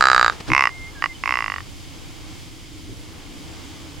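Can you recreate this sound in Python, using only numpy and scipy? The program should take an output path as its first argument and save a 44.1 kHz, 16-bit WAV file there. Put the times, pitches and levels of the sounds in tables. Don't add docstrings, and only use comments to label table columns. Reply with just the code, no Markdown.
import sys
import numpy as np
from scipy import signal
from scipy.fft import rfft, irfft, next_fast_len
from scipy.io import wavfile
from scipy.ndimage import map_coordinates

SR = 44100
rng = np.random.default_rng(int(sys.argv[2]) if len(sys.argv) > 2 else 0)


def put_to_file(sound):
    columns = np.atleast_2d(sound).T
    safe = np.clip(columns, -1, 1)
    whole_steps = np.round(safe * 32767)
    wavfile.write(sys.argv[1], SR, whole_steps.astype(np.int16))


N = 176400


def amp(db):
    return 10 ** (np.asarray(db) / 20)


def along(points, hz):
    f, v = np.transpose(points)
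    return np.interp(np.log(hz + 1), np.log(f + 1), v)


def curve(rows):
    return np.interp(np.arange(N) / SR, *np.transpose(rows))


def wobble(rate):
    return map_coordinates(rng.standard_normal(int(N * rate / SR) + 4), [np.arange(N) * rate / SR])


def filtered(x, response):
    m = next_fast_len(N + SR // 2)
    return irfft(rfft(x, m) * response(np.fft.rfftfreq(m, 1 / SR)), m)[..., :N]


def noise(colour, alike):
    def response(hz):
        correlation = alike + 0 * hz if np.isscalar(alike) else along(alike, hz)
        angle = np.arccos(np.clip(correlation, -1, 1)) / 2
        return amp(along(colour, hz)) * [np.cos(angle), np.sin(angle)]
    mid, side = filtered(rng.standard_normal((2, N)), response)
    stereo = np.array([mid + side, mid - side])
    return stereo / np.sqrt(np.mean(stereo ** 2) + 1e-20)


def panned(x, pan_db):
    return x * np.array([np.atleast_1d(amp(pan_db / 2)), np.atleast_1d(amp(-pan_db / 2))])


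def ring(gain):
    cepstrum = irfft(np.log(gain + 1e-6))
    half = len(cepstrum) // 2
    causal = cepstrum * np.r_[1, np.full(half - 1, 2), np.zeros(half)]
    return irfft(np.exp(rfft(causal)))


def swells(rows):
    t = np.arange(N) / SR
    return sum(amp(db) * np.exp(-.5 * ((t - s) / sigma) ** 2) for s, sigma, db in rows)


# (time [s], relative level [dB])
WATER_LEVEL = [(1.7, -55), (2.38, -53), (2.52, -56), (3.72, -53.5), (4.0, -54.5)]
# (frequency [Hz], gain [dB])
WATER_SPECTRUM = [(300, -24), (1200, -16), (1850, -5.5), (2150, 3.5), (2400, 0), (2750, -1), (3080, 4),
                  (4100, -2.5), (4600, -0.5), (5000, 1), (5600, -4), (6900, -3.5), (9000, -11),
                  (11000, -20.5), (16000, -6)]
# (frequency [Hz], correlation [1])
WATER_CORRELATION = [(500, .9), (2000, 0.45), (4000, 0.9), (8000, 0.38), (15000, 0)]


def water():
    level_db = curve(WATER_LEVEL) + 9.5 + 0.74 * wobble(2.7)
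    return panned(amp(level_db) * noise(WATER_SPECTRUM, WATER_CORRELATION), pan_db=-0.5)


# (time [s], level [dB])
BREEZE_LEVEL = [(0, -43.5), (1.7, -52), (2.3, -49.5), (2.7, -54.5), (3.1, -51.5), (3.5, -47), (4, -49.5)]
DRONE_LEVEL = [(0, -50.5), (1.5, -47), (2.4, -46.5), (2.7, -45.5), (3.3, -44), (4, -43.5)]
RUMBLE_LEVEL = [(0, -40), (.9, -40), (1.6, -40), (2.3, -39.5), (2.7, -42), (3.3, -40), (4, -41)]
# (frequency [Hz], gain [dB])
BREEZE_SPECTRUM = [(100, -28), (400, 3), (600, -2.5), (790, 1.5), (920, -0.5), (1070, 0.5), (1600, -5),
                   (3000, -9), (8000, -44)]
DRONE_SPECTRUM = [(80, -27), (120, -14.5), (165, -6), (210, -12.5), (280, -4.5), (322, -1.5), (370, -17),
                  (480, -18), (1000, -39)]
RUMBLE_SPECTRUM = [(10, -20), (30, 2), (55, -9.5), (75, -0.5), (110, -4), (150, -11), (200, -23.5),
                   (400, -27), (1000, -37)]


def wind(gust_db=1, buffet_db=1.3):
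    breeze = amp(curve(BREEZE_LEVEL) + gust_db * wobble(6.52)) * noise(BREEZE_SPECTRUM, alike=0.48)
    drone = amp(curve(DRONE_LEVEL) + gust_db * wobble(11)) * noise(DRONE_SPECTRUM, alike=0.68)
    buffeting = buffet_db * np.array([wobble(10), wobble(7.97)])
    rumble = amp(curve(RUMBLE_LEVEL) + buffeting) * noise(RUMBLE_SPECTRUM, alike=-0.2)
    return breeze + drone + rumble


def croak(rows, throat, colour, air_db, size=2048):
    scatter_db, detune_per_hz, jitter_s = .55, .000003, .00016
    rasp_db, rasp_t60_s = -31, .02
    snap_db, lead = -30, round(0.001458 * SR)
    times, rate, level, shift = np.transpose(rows)
    t = np.arange(times[0], times[-1], 1 / SR)
    cycles = np.cumsum(np.interp(t, times, rate)) / SR
    hz, age = np.fft.rfftfreq(size, 1 / SR), np.arange(size) / SR
    out = np.zeros(N)
    for at in np.interp(np.arange(int(cycles[-1]) + 1), cycles, t):
        gain = amp(along(colour, hz) + np.interp(at, times, level) + rng.normal(0, scatter_db))
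        for centre, travel, width, boost_db in throat:
            formant_hz = centre + travel * np.interp(at, times, shift)
            formant_hz *= 1 + rng.normal(0, detune_per_hz * centre)
            gap, damping = formant_hz ** 2 - hz ** 2, 1j * hz * width
            gain = gain * np.abs((gap + damping * amp(boost_db)) / (gap + damping))
        period = 1 / np.interp(at, times, rate)
        flow = amp(rasp_db - 60 * age / rasp_t60_s) + amp(air_db) * (age < period)
        drive = flow * np.diff(rng.standard_normal(size + 1))
        drive[0] += amp(snap_db)
        drive[lead] += 1
        start = max(round((at + rng.normal(0, jitter_s)) * SR) - lead, 0)
        out[start:][:size] += signal.fftconvolve(drive, ring(gain))[:size]
    return out


# (time [s], pulse rate [Hz], relative level [dB], throat shift [1])
OPEN_PULSES = [(.0093, 65.3, 2, 0), (.1, 65.8, 1.5, .15), (.19, 61, .5, .4), (.262, 58, -.5, .6),
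               (.297, 56, -2, 1.2), (.304, 40, -20, 1), (.33, 36, -21, 1)]
SECOND_PULSES = [(.5021, 59, -10, 0), (.522, 63, -.5, 0), (.585, 70, 0, .3), (.64, 63, -.5, .55),
                 (.672, 57, -1.5, 1), (.697, 42, -23, .8)]
SHORT_PULSES = [(1.0237, 61, -6, 1.15), (1.0408, 56, -1, 1), (1.063, 50, -8.5, .7)]
LAST_PULSES = [(1.2376, 44, -9, .3), (1.29, 64.5, -4.5, .35), (1.37, 61, -7.3, .65), (1.45, 52.6, -9, .65),
               (1.53, 49.5, -11, .9), (1.585, 45, -15, 1.2), (1.612, 44, -23, 1.5)]
# (frequency [Hz], travel per unit shift [Hz], bandwidth [Hz], boost [dB])
OPEN_FORMANTS = [(1256, -31, 99, 9.5), (1678, -60, 94, 7), (3970, -230, 180, 17.5), (4790, -150, 126, 14),
                 (7720, -200, 170, 10)]
NASAL_FORMANTS = [(1054, 78, 113, 15.5), (2156, -235, 147, 13.85), (2548, 330, 142, 11),
                  (5630, -700, 260, 9.5)]
# (frequency [Hz], gain [dB])
OPEN_SPECTRUM = [(100, -10.5), (300, 8), (550, 12.5), (800, 19), (1050, 19.5), (1450, 24.5), (1950, 17),
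                 (3000, 0.5), (4400, -1.5), (5800, -5.5), (7300, -6.5), (11000, -44), (16000, -62)]
NASAL_SPECTRUM = [(100, -3), (300, 2), (550, 6), (850, 13.5), (1450, 14), (2000, 14.5), (2850, 10),
                  (3300, -1.5), (3900, -6), (5000, 1.5), (6400, -12.5), (7600, -13), (11000, -41),
                  (16000, -42)]
# (time [s], left minus right [dB])
BIRD_PAN = [(0, -5), (.6, -4.5), (1.05, -6.5), (1.4, -6)]


def ptarmigan(smear_hz=1560):
    voice = croak(OPEN_PULSES, OPEN_FORMANTS, OPEN_SPECTRUM, air_db=-38)
    for rows, db in ((SECOND_PULSES, -0.9), (SHORT_PULSES, -1.8), (LAST_PULSES, -1.5)):
        voice += amp(db) * croak(rows, NASAL_FORMANTS, NASAL_SPECTRUM, air_db=-41)
    voice = filtered(voice, lambda hz: (1j * hz - smear_hz) / (1j * hz + smear_hz))
    return panned(voice, curve(BIRD_PAN)) + amp(-23) * slope_scatter(voice)


# (frequency [Hz], time to fall 60 dB [s])
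SLOPE_DECAY = [(300, 0.02), (1500, 0.071), (5000, 0.027), (12000, 0.014)]


def slope_scatter(x):
    hz, t, spectra = signal.stft(rng.standard_normal((2, SR // 4)), SR, nperseg=256)
    decay = amp(-60 * t / along(SLOPE_DECAY, hz)[:, None])
    tail = signal.istft(spectra * decay, SR, nperseg=256)[1]
    return signal.fftconvolve(x[None], tail / np.linalg.norm(tail[0]), axes=1)[:, :N]


# (peak time [s], Gaussian width [s], level [dB])
RUSTLE_SWELLS = [(.332, 0.021, -37.5), (.407, 0.0043, -30.5), (.487, 0.01, -31.5)]
# (frequency [Hz], gain [dB])
RUSTLE_SPECTRUM = [(100, 7), (400, 3.5), (1200, -1), (2500, -6.5), (5000, -6.5), (8000, -20), (16000, -31)]


def rustles():
    return swells(RUSTLE_SWELLS) * noise(RUSTLE_SPECTRUM, alike=0.75)


# (peak time [s], Gaussian width [s], level [dB])
BUMP_SWELLS = [(.512, 0.017, -21.5), (2.905, 0.025, -35.5)]
# (frequency [Hz], gain [dB])
BUMP_SPECTRUM = [(30, -12), (70, -5.5), (118, 6.5), (175, -17.5), (300, -0.5), (440, -14.5), (600, -27),
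                 (900, -42), (3000, -91)]
# (frequency [Hz], correlation [1])
BUMP_CORRELATION = [(130, -0.48), (280, 0.94)]


def wind_bumps():
    return swells(BUMP_SWELLS) * noise(BUMP_SPECTRUM, BUMP_CORRELATION)


# (onset [s], duration [s], first pitch [Hz], middle pitch [Hz], last pitch [Hz], level [dB])
SONG_NOTES = [(0.677, 0.24, 2085, 2104, 2095, -39), (0.943, .085, 1750, 1630, 1640, -41),
              (1.077, 0.065, 2130, 2090, 2050, -36.5), (1.142, .035, 3100, 3050, 2880, -36),
              (1.25, 0.04, 3540, 2150, 1590, -32)]


def songbird(fade_s=0.023, waver=0.006):
    t, song = np.arange(N) / SR, np.zeros(N)
    for start, length, first, middle, last, db in SONG_NOTES:
        progress = np.clip((t - start) / length, 0, 1)
        glide = np.polyfit([0, .5, 1], [first, middle, last], 2)
        hz = np.polyval(glide, progress) * (1 + waver * wobble(59.1))
        fade = np.clip(np.minimum(progress, 1 - progress) * length / fade_s, 0, 1)
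        song += fade * amp(db + 1.4 * wobble(23.2)) * np.sin(2 * np.pi * np.cumsum(hz) / SR)
    return panned(song, pan_db=-3.0)


def scene():
    return ptarmigan() + songbird() + water() + wind() + wind_bumps() + rustles()


# (frequency [Hz], gain [dB])
MIC_RESPONSE = [(7500, 0.5), (10000, 1), (13000, -5), (16000, -10.5)]


def record(dry):
    top_hz = 16000
    clipped = dry / (1 + np.abs(dry) ** 6) ** (1 / 6)
    return filtered(clipped, lambda hz: amp(along(MIC_RESPONSE, hz)) * (hz < top_hz))


dry = scene()
out = record(dry)
put_to_file(out)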